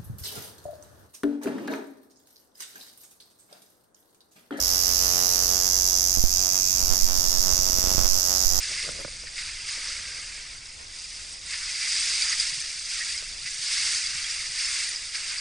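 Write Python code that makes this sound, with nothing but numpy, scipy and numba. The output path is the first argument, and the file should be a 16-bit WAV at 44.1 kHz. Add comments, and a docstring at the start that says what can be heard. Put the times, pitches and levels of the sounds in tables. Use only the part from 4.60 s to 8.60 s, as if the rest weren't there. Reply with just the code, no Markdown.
"""Buzz of a coil tattoo machine

About 91 times a second the armature strikes the coils and springs back on the contact screw.
Periodic impacts fuse into a buzz; each excites the steel frame, and a small studio scatters the clicks.
The machine is close to the right microphone of a hand-held phone. A low room hum lies beneath,
and now and then the hand bumps and rubs the phone."""
import sys
import numpy as np
from scipy import signal
from scipy.fft import rfft, irfft, next_fast_len
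from scipy.io import wavfile
from scipy.ndimage import uniform_filter1d, map_coordinates
from numba import njit

SR = 44100
rng = np.random.default_rng(int(sys.argv[2]) if len(sys.argv) > 2 else 0)


def dump(signal):
    """Clip the signal to [-1, 1] and save it as 16-bit WAV at the path in sys.argv[1]."""
    limited = np.clip(np.atleast_2d(signal).T, -1, 1)
    pcm = np.round(limited * 32767).astype(np.int16)
    wavfile.write(sys.argv[1], SR, pcm)


N = 176400

# repetition rate of the armature (time [s], rate [Hz])
STROKE_RATE = [(0.0, 91.39), (0.07, 90.15), (0.82, 90.0), (0.92, 90.81), (1.3, 91.14), (1.7, 90.44),
               (1.85, 92.55), (2.15, 92.31), (2.28, 91.46), (2.4, 92.63), (2.48, 91.32), (2.78, 90.88),
               (2.85, 93.03), (2.95, 92.03), (3.55, 92.19), (3.7, 91.73), (3.8, 92.8), (3.87, 91.62),
               (4.0, 91.74)]
# strength of the strike (time [s], relative level [dB])
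STRIKE_FORCE = [(0.0, -25.5), (0.06, -23), (.7, -23.5), (1.15, -25), (1.56, -24.5), (1.65, -28.5),
                (1.76, -24), (1.9, -25.5), (2.15, -25), (2.24, -25.5), (2.4, -25), (2.5, -27.5),
                (2.57, -24.5), (3.22, -24.5), (3.28, -24), (3.6, -24), (3.81, -23), (3.96, -24.5),
                (3.98, -23)]
# spells of uneven chatter (time [s], half-width [s], timing scatter [s])
CHATTER_SPELLS = [(.89, 0.052, 0.000046), (2.39, 0.044, 0.000054), (2.84, 0.068, .00003),
                  (3.05, 0.024, 0.000054), (3.53, 0.041, 0.00004)]
# metal click (frequency [Hz], relative level [dB])
CLICK_SPECTRUM = [(1200, -35), (2500, -27), (3600, -37), (4100, -27.5), (4500, -6.5), (4800, -7),
                  (5200, 0.5), (6100, -2), (7000, -4.5), (8000, -18.5), (9000, -34), (14000, -38)]
# modes of the frame (frequency [Hz], relative level [dB], T60 [s])
FRAME_MODES = [(4510, -18, 0.016), (5180, -7.5, 0.011), (5600, 2.5, 0.0072), (6122, 6, 0.011),
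               (6760, -5, 0.016)]
# a lower mode, ringing only while the grip leaves it free (frequency [Hz], gain [dB], T60 [s])
LOOSE_MODE = [(2540, -30, 0.015)]
# when it is free (time [s], half-width [s], amplitude [ratio])
LOOSE_SPELLS = [(.55, 0.24, 0.82), (2.0, 0.33, 0.97)]
# low knock (frequency [Hz], relative level [dB])
KNOCK_SPECTRUM = [(40, -20), (90, 3), (180, 0.5), (290, 2), (460, 0.5), (620, 2.5), (735, 4), (850, 0),
                  (1200, -1.5), (1700, -5), (2300, -10), (3500, -6), (5000, -20)]
# strength of the knock (time [s], relative level [dB])
KNOCK_ENVELOPE = [(0, -4.5), (.15, 0), (.26, -3), (.42, 3), (.75, 1.5), (.92, 3), (1.1, -0.5), (1.25, -3),
                  (1.52, -4.5), (1.66, -9.5), (1.87, -0.5), (1.91, -8), (1.95, 1.5), (2.06, -13.5),
                  (2.2, -1), (2.3, -2.5), (2.42, -1.5), (2.55, -1), (2.7, -1), (2.9, 1.5), (2.97, 1),
                  (3.16, 1), (3.3, 2), (3.47, 1), (3.505, -2.5), (3.55, 1.5), (3.62, -2), (3.77, 0.5),
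                  (3.88, 0), (4, -1.5)]
# echo of the strike (frequency [Hz], left level [dB], right level [dB])
STRIKE_ECHO_SPECTRUM = [(150, -15, -20), (410, -23.5, -16), (720, -4, -5), (1150, -25.5, -25),
                        (1880, -11.5, -15), (2490, -9.5, -18), (3060, -16, -9.5), (4430, -6.5, 3),
                        (4350, -0.5, 7), (5420, -3.5, 6), (5800, 8.5, 10.5), (6550, 0, 12.5),
                        (8160, 0.5, 0), (8300, 1, 2.5), (8630, -30, -20), (11000, -45, -24)]
# upper band of the click (frequency [Hz], gain [dB])
EDGE_BAND = [(5500, -27), (6100, 5), (6600, -4.5)]
# emphasis of that band (time [s], nominal gain [dB])
EDGE_EMPHASIS = [(0, -4), (.2, -3), (.35, -2), (.95, -1), (1.15, 2.5), (1.7, 0), (2.15, 2.5), (2.23, -0.5),
                 (2.5, -2), (2.83, -2.5), (2.92, 1), (3.0, -1.5), (3.5, -1.5), (3.75, -2), (4, -2)]
# notch that moves with the grip (time [s], frequency [Hz], depth [0-1])
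GRIP_NOTCH = [(0, 4770, 0.35), (.7, 4640, 0.4), (.85, 5300, 0), (1.0, 6050, .65), (1.7, 5700, 0.6),
              (1.95, 5720, 0.5), (2.05, 6040, 1), (2.16, 5950, 0.8), (2.25, 5800, 0.03), (3.0, 5320, 0),
              (4, 5560, 0.34)]
# contact tick on the right (frequency [Hz], relative level [dB])
TICK_SPECTRUM = [(3500, -26), (5000, 10), (7800, -17), (9000, -40), (10300, 2.5), (11400, 0), (12900, 5),
                 (13600, -7), (14200, -20), (15500, -24)]
# tick's echo, also left tick and rattle (frequency [Hz], left level [dB], right level [dB])
SIZZLE_SPECTRUM = [(7000, -19, -6.5), (9580, -14.5, -10.5), (9760, -4, -21), (10600, 2.5, 0),
                   (11100, -5.5, -1), (11570, -0.5, 2.5), (13000, 2.5, 5.5), (14690, -3.5, -4.5),
                   (14400, -19, -16), (14760, -12, -20), (15400, -20, -27)]
# drift of tick, rattle and echo (time [s], left gain [dB], right gain [dB])
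TREBLE_GAIN = [(0, 3, 2.5), (.8, 1.5, 4), (1.3, 1.5, -1), (1.8, 0, -2.5), (2.25, 0.5, -3), (2.6, -1, -0.5),
               (3.1, -1, -0.5), (3.8, -1, 2), (4, -0.5, 0)]
# room hum before its random waver (time [s], level [dB])
HUM_ENVELOPE = [(0, -38.5), (.2, -44), (.32, -42), (.48, -37.5), (.58, -55), (.88, -39), (1.03, -47),
                (1.2, -37.5), (1.33, -45), (1.52, -40.5), (1.8, -39.5), (1.95, -55), (2.18, -39.5),
                (2.5, -43.5), (3.1, -49), (3.5, -42), (3.72, -44), (3.95, -37.5)]
# room rumble (frequency [Hz], relative level [dB])
RUMBLE_SPECTRUM = [(20, -3.5), (38, 0), (60, -21.5), (95, -5), (130, -13.5), (220, -16), (400, -24.5),
                   (1000, -25), (3000, -41), (12000, -54)]
# bumps on the phone (time [s], signed pressure step [relative], rise time [s])
HAND_BUMPS = [(1.639, 0.37, 0.00061), (2.228, -0.21, 0.0061), (2.295, 0.23, 0.022), (2.415, -0.48, 0.028),
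              (2.574, -0.25, 0.017), (2.672, -0.3, 0.019), (2.78, -0.36, 0.018), (3.381, 0.28, 0.00044),
              (3.391, 0.073, 0.0017), (3.394, -0.15, 0.009), (3.404, 0.16, 0.00095), (3.415, 0.18, 0.034),
              (3.437, 0.33, 0.024), (3.847, -0.32, 0.021), (3.91, 0.058, 0.0099), (3.946, -0.014, 0.011),
              (3.976, 0.14, 0.0065)]
# taps that push and let go at once (time [s], push [relative], release [relative])
FINGER_TAPS = [(1.573, 0.17, 0.16), (1.584, 0.15, 0.4), (2.924, 0.097, .27), (2.991, 0.084, 0.2),
               (3.023, 0.032, 0.21), (3.099, 0.08, 0.18), (3.131, 0.049, 0.22), (3.186, 0.12, 0.18),
               (3.240, 0.12, 0.19), (3.273, 0.13, 0.22), (3.316, 0.11, 0.18), (3.349, 0.15, 0.2)]
# the hand slides on the phone (time [s], half-width [s], level [dB])
RUB_SPELLS = [(2.3, 0.19, -29), (2.915, .06, -31), (3.2, 0.27, -37), (3.413, 0.064, -27),
              (3.954, 0.07, -33.5)]
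# friction noise (frequency [Hz], relative level [dB])
RUB_SPECTRUM = [(20, 7), (50, -5), (100, -6), (250, -22), (700, -23), (1500, -26), (3000, -59), (8000, -60)]

START_PHASE, TICK_PHASE, RATTLE_PHASE = .64, .695, 0.416  # cycles
# RMS levels ahead of the grip filter and the gain curves; pairs are (left, right)
CLICK_DB, KNOCK_DB, RING_DB = -20, -34, -28.5
TICK_DB, RATTLE_DB = (-36.5, -35.5), -46
STRIKE_ECHO_DB, TICK_ECHO_DB, RUMBLE_DB = (-32, -28), (-32.5, -33.5), (-44, -40)
LEFT_CLICK_GAIN_DB, LEFT_KNOCK_GAIN_DB, LEFT_LEAD_S = -23, -20, 0.00017
KNOCK_PRESS_DB = 28  # per unit of pressure: a firmer touch conducts the knock better
STRIKE_JITTER_S, RING_ONSET_S, ROOM_T60_S = .000008, 0.00054, 0.22
BURST_RISE_S = (0.00053, 0.00014)  # left, right
TAP_RISE_S, TAP_RELEASE_S, LEAK_HZ, LEAK_DAMPING = 0.00069, 0.013, 4.27, 0.7
HUM_HZ, CUTOFF_HZ = 57.2, 15600


def undb(db):
    """Decibels expressed as an amplitude ratio."""
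    return 10 ** (np.asarray(db) / 20)


def level(x, db):
    """Normalisation to an RMS level."""
    return x * undb(db) / np.sqrt(np.mean(x ** 2))


def curve(rows, column=1):
    """Linear interpolation of a table column in time."""
    rows = np.array(rows)
    return np.interp(np.arange(N) / SR, rows[:, 0], rows[:, column])


def colour(x, rows, column=1):
    """Zero-phase filtering by a gain curve interpolated in log frequency."""
    rows, size = np.array(rows), next_fast_len(N + 2048, True)
    hz = np.maximum(np.fft.rfftfreq(size, 1 / SR), 1)
    gain_db = np.interp(np.log(hz), np.log(rows[:, 0]), rows[:, column])
    return irfft(rfft(x, size) * undb(gain_db), size)[:N]


def wander(rate_hz):
    """Smoothed random steps: a slow fluctuation with a spread near 1."""
    hold = max(int(SR / rate_hz), 2)
    steps = np.repeat(rng.standard_normal(N // hold + 1), hold)
    return 1.13 * uniform_filter1d(uniform_filter1d(steps, hold), hold)[:N]


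def swells(rows):
    """A sum of Gaussian envelopes from rows of (time, half-width, height)."""
    return sum(size * np.exp(-((np.arange(N) / SR - at) / width) ** 2) for at, width, size in rows)


@njit
def bandpass(x, hz, width_hz):
    """A second-order resonator with a moving centre and constant bandwidth."""
    y, band_state, low_state = np.empty(len(x)), 0., 0.
    for i in range(len(x)):
        g, damping = np.tan(np.pi * hz[i] / SR), width_hz / hz[i]
        band = (band_state + g * (x[i] - low_state)) / (1 + g * (g + damping))
        band_state = 2 * band - band_state
        low_state += 2 * g * band
        y[i] = damping * band
    return y


def impulses(phase, scatter_db, jitter_s):
    """A quasi-periodic train: one band-limited impulse a cycle, the late ones stronger."""
    turns = np.arange(np.ceil(phase[0]), phase[-1])
    chance = rng.standard_normal((len(turns), 2))[:, 0]
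    spread_s = np.interp(turns, phase, jitter_s * np.ones(N))
    at = np.interp(turns, phase, np.arange(N)) + spread_s * SR * chance
    samples = at.astype(int)[:, None] + np.arange(-7, 9)
    offset = samples - at[:, None]
    pulses = np.sinc(offset) * np.cos(np.pi * offset / 16) ** 2 * undb(scatter_db * chance[:, None])
    return np.bincount(np.clip(samples, 0, N - 1).ravel(), pulses.ravel(), N)


def armature(phase, press):
    """Impact excitation: each strike on the coils gives a click, a ring, a low knock and an echo."""
    hits = impulses(phase, scatter_db=.45, jitter_s=STRIKE_JITTER_S + swells(CHATTER_SPELLS))
    force_db = curve(STRIKE_FORCE) - np.mean(curve(STRIKE_FORCE))
    blows = hits * undb(force_db)
    click = level(colour(blows, CLICK_SPECTRUM), CLICK_DB)
    ringing = level(frame(blows * undb(2 * wander(30.34)), FRAME_MODES), RING_DB)
    ringing += frame(blows * swells(LOOSE_SPELLS), LOOSE_MODE)
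    knock_db = curve(KNOCK_ENVELOPE) + KNOCK_PRESS_DB * press + 1.7 * wander(24.75)
    knock = -level(colour(hits * undb(knock_db), KNOCK_SPECTRUM), KNOCK_DB)
    left_echo, right_echo = room_echo(hits, STRIKE_ECHO_SPECTRUM, STRIKE_ECHO_DB, hiss_share=.25)
    right_echo *= undb(1.55 * force_db + 0.046 * curve(KNOCK_ENVELOPE))
    early_click = map_coordinates(click, [np.arange(N) + LEFT_LEAD_S * SR])
    left = left_echo + undb(LEFT_CLICK_GAIN_DB) * early_click + undb(LEFT_KNOCK_GAIN_DB) * knock
    right = grip(right_echo + click + ringing) + knock
    return np.array([left, right])


def frame(blows, modes):
    """Free vibration: the steel frame rings in exponentially damped modes after each blow."""
    t = np.arange(SR // 40) / SR
    ring = sum(undb(db) * np.cos(2 * np.pi * hz * t) * np.exp(-np.log(1000) * t / t60)
               for hz, db, t60 in modes)
    onset = 1 - np.exp(-(t / RING_ONSET_S) ** 2)
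    return signal.oaconvolve(blows, ring * onset)[:N]


def reverberation(x, positions=6):
    """Convolution with decaying noise tails, cross-faded as the echo paths change with movement."""
    t = np.arange(int(ROOM_T60_S * SR) + 2) / SR
    place, out = np.linspace(0, positions - 1, N), np.zeros(N)
    for k in range(positions):
        tail = rng.standard_normal(SR)[:len(t)] * np.exp(-np.log(1000) * t / ROOM_T60_S)
        near = np.flatnonzero(abs(place - k) < 1)
        fade = np.cos(np.pi / 2 * (place[near] - k))
        part = signal.fftconvolve(x[near] * fade, tail / np.linalg.norm(tail))[:N - near[0]]
        out[near[0]:near[0] + len(part)] += part
    return out


def room_echo(hits, spectrum, levels_db, hiss_share):
    """Diffuse scattering: echoes that repeat with each stroke add in power to a steady hiss."""
    channels = []
    for column, db in enumerate(levels_db, start=1):
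        coherent = np.sqrt(1 - hiss_share) * level(reverberation(hits), 0)
        hiss = np.sqrt(hiss_share) * rng.standard_normal(N)
        channels.append(level(colour(coherent + hiss, spectrum, column), db))
    return np.array(channels)


def grip(x):
    """Time-varying filtering: the hand brightens or dulls the click and moves a notch through it."""
    x = x + (undb(curve(EDGE_EMPHASIS)) - 1) * colour(x, EDGE_BAND)
    depth = curve(GRIP_NOTCH, column=2)
    return x - depth * bandpass(x, curve(GRIP_NOTCH), width_hz=240.)


def contact(phase):
    """Secondary impacts: the spring ticks on the contact screw; the needle bar rattles in between."""
    ticks = impulses(phase - TICK_PHASE + 0.0064 * wander(7), scatter_db=1.3, jitter_s=.0001)
    rattles = impulses(phase - RATTLE_PHASE + 0.0067 * wander(4.3), scatter_db=1.0, jitter_s=0.00015)
    left = level(noise_bursts(ticks, BURST_RISE_S[0]), TICK_DB[0])
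    left += level(noise_bursts(rattles, BURST_RISE_S[0]), RATTLE_DB)
    left = level(colour(left, SIZZLE_SPECTRUM), 0) * np.std(left)  # coloured at constant power
    right = level(colour(noise_bursts(ticks, BURST_RISE_S[1]), TICK_SPECTRUM), TICK_DB[1])
    echo = room_echo(ticks, SIZZLE_SPECTRUM, TICK_ECHO_DB, hiss_share=0.39)
    gain = undb([curve(TREBLE_GAIN, column=1), curve(TREBLE_GAIN, column=2)])
    return (np.array([left, right]) + echo) * gain


def noise_bursts(hits, rise_s):
    """Amplitude modulation: fresh noise swells and dies after each impulse."""
    age = np.arange(SR // 100) / SR / rise_s
    return signal.oaconvolve(hits, age * np.exp(-age))[:N] * rng.standard_normal(N)


def studio():
    """Ambient noise: a fan-like hum, modulated in frequency and amplitude, over soft rumble."""
    angle = 2 * np.pi * np.cumsum(HUM_HZ + 1.94 * wander(9)) / SR
    hum = np.sqrt(2) * np.sin(angle) * undb(curve(HUM_ENVELOPE) + 0.61 * wander(8.45))
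    rumble = [level(colour(rng.standard_normal(N), RUMBLE_SPECTRUM), db) for db in RUMBLE_DB]
    return hum + np.array(rumble)


def hand_pressure():
    """Step response: bumps and taps on the phone leak away as through a second-order high-pass."""
    def step(at, rise_s):
        progress = np.clip((np.arange(N) / SR - at) / rise_s, 0, 1)
        return (1 - np.cos(np.pi * progress)) / 2

    bumps = sum(size * step(at, rise_s) for at, size, rise_s in HAND_BUMPS)
    taps = sum(push * step(at, TAP_RISE_S) - release * step(at, TAP_RELEASE_S)
               for at, push, release in FINGER_TAPS)
    omega = 2 * np.pi * LEAK_HZ
    leak = signal.bilinear([1, 0, 0], [1, 2 * LEAK_DAMPING * omega, omega ** 2], SR)
    return signal.lfilter(*leak, bumps + taps)


def handling(press):
    """Structure-borne sound: pressure thuds and dull finger friction reach the right microphone."""
    envelope = swells([(at, width, undb(db)) for at, width, db in RUB_SPELLS])
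    rub = level(colour(rng.standard_normal(N), RUB_SPECTRUM), 0) * envelope
    return np.array([np.zeros(N), press + rub])


def scene():
    """Superposition of machine, hand and room; one phase times all the machine's impacts."""
    phase = START_PHASE + np.cumsum(curve(STROKE_RATE)) / SR
    press = hand_pressure()
    return armature(phase, press) + contact(phase) + handling(press) + studio()


def record(dry):
    """Band limiting: the phone cuts the highest treble with a steep low-pass."""
    return signal.sosfilt(signal.ellip(8, .2, 70, CUTOFF_HZ, fs=SR, output="sos"), dry)


dry = scene()
out = record(dry)
dump(out)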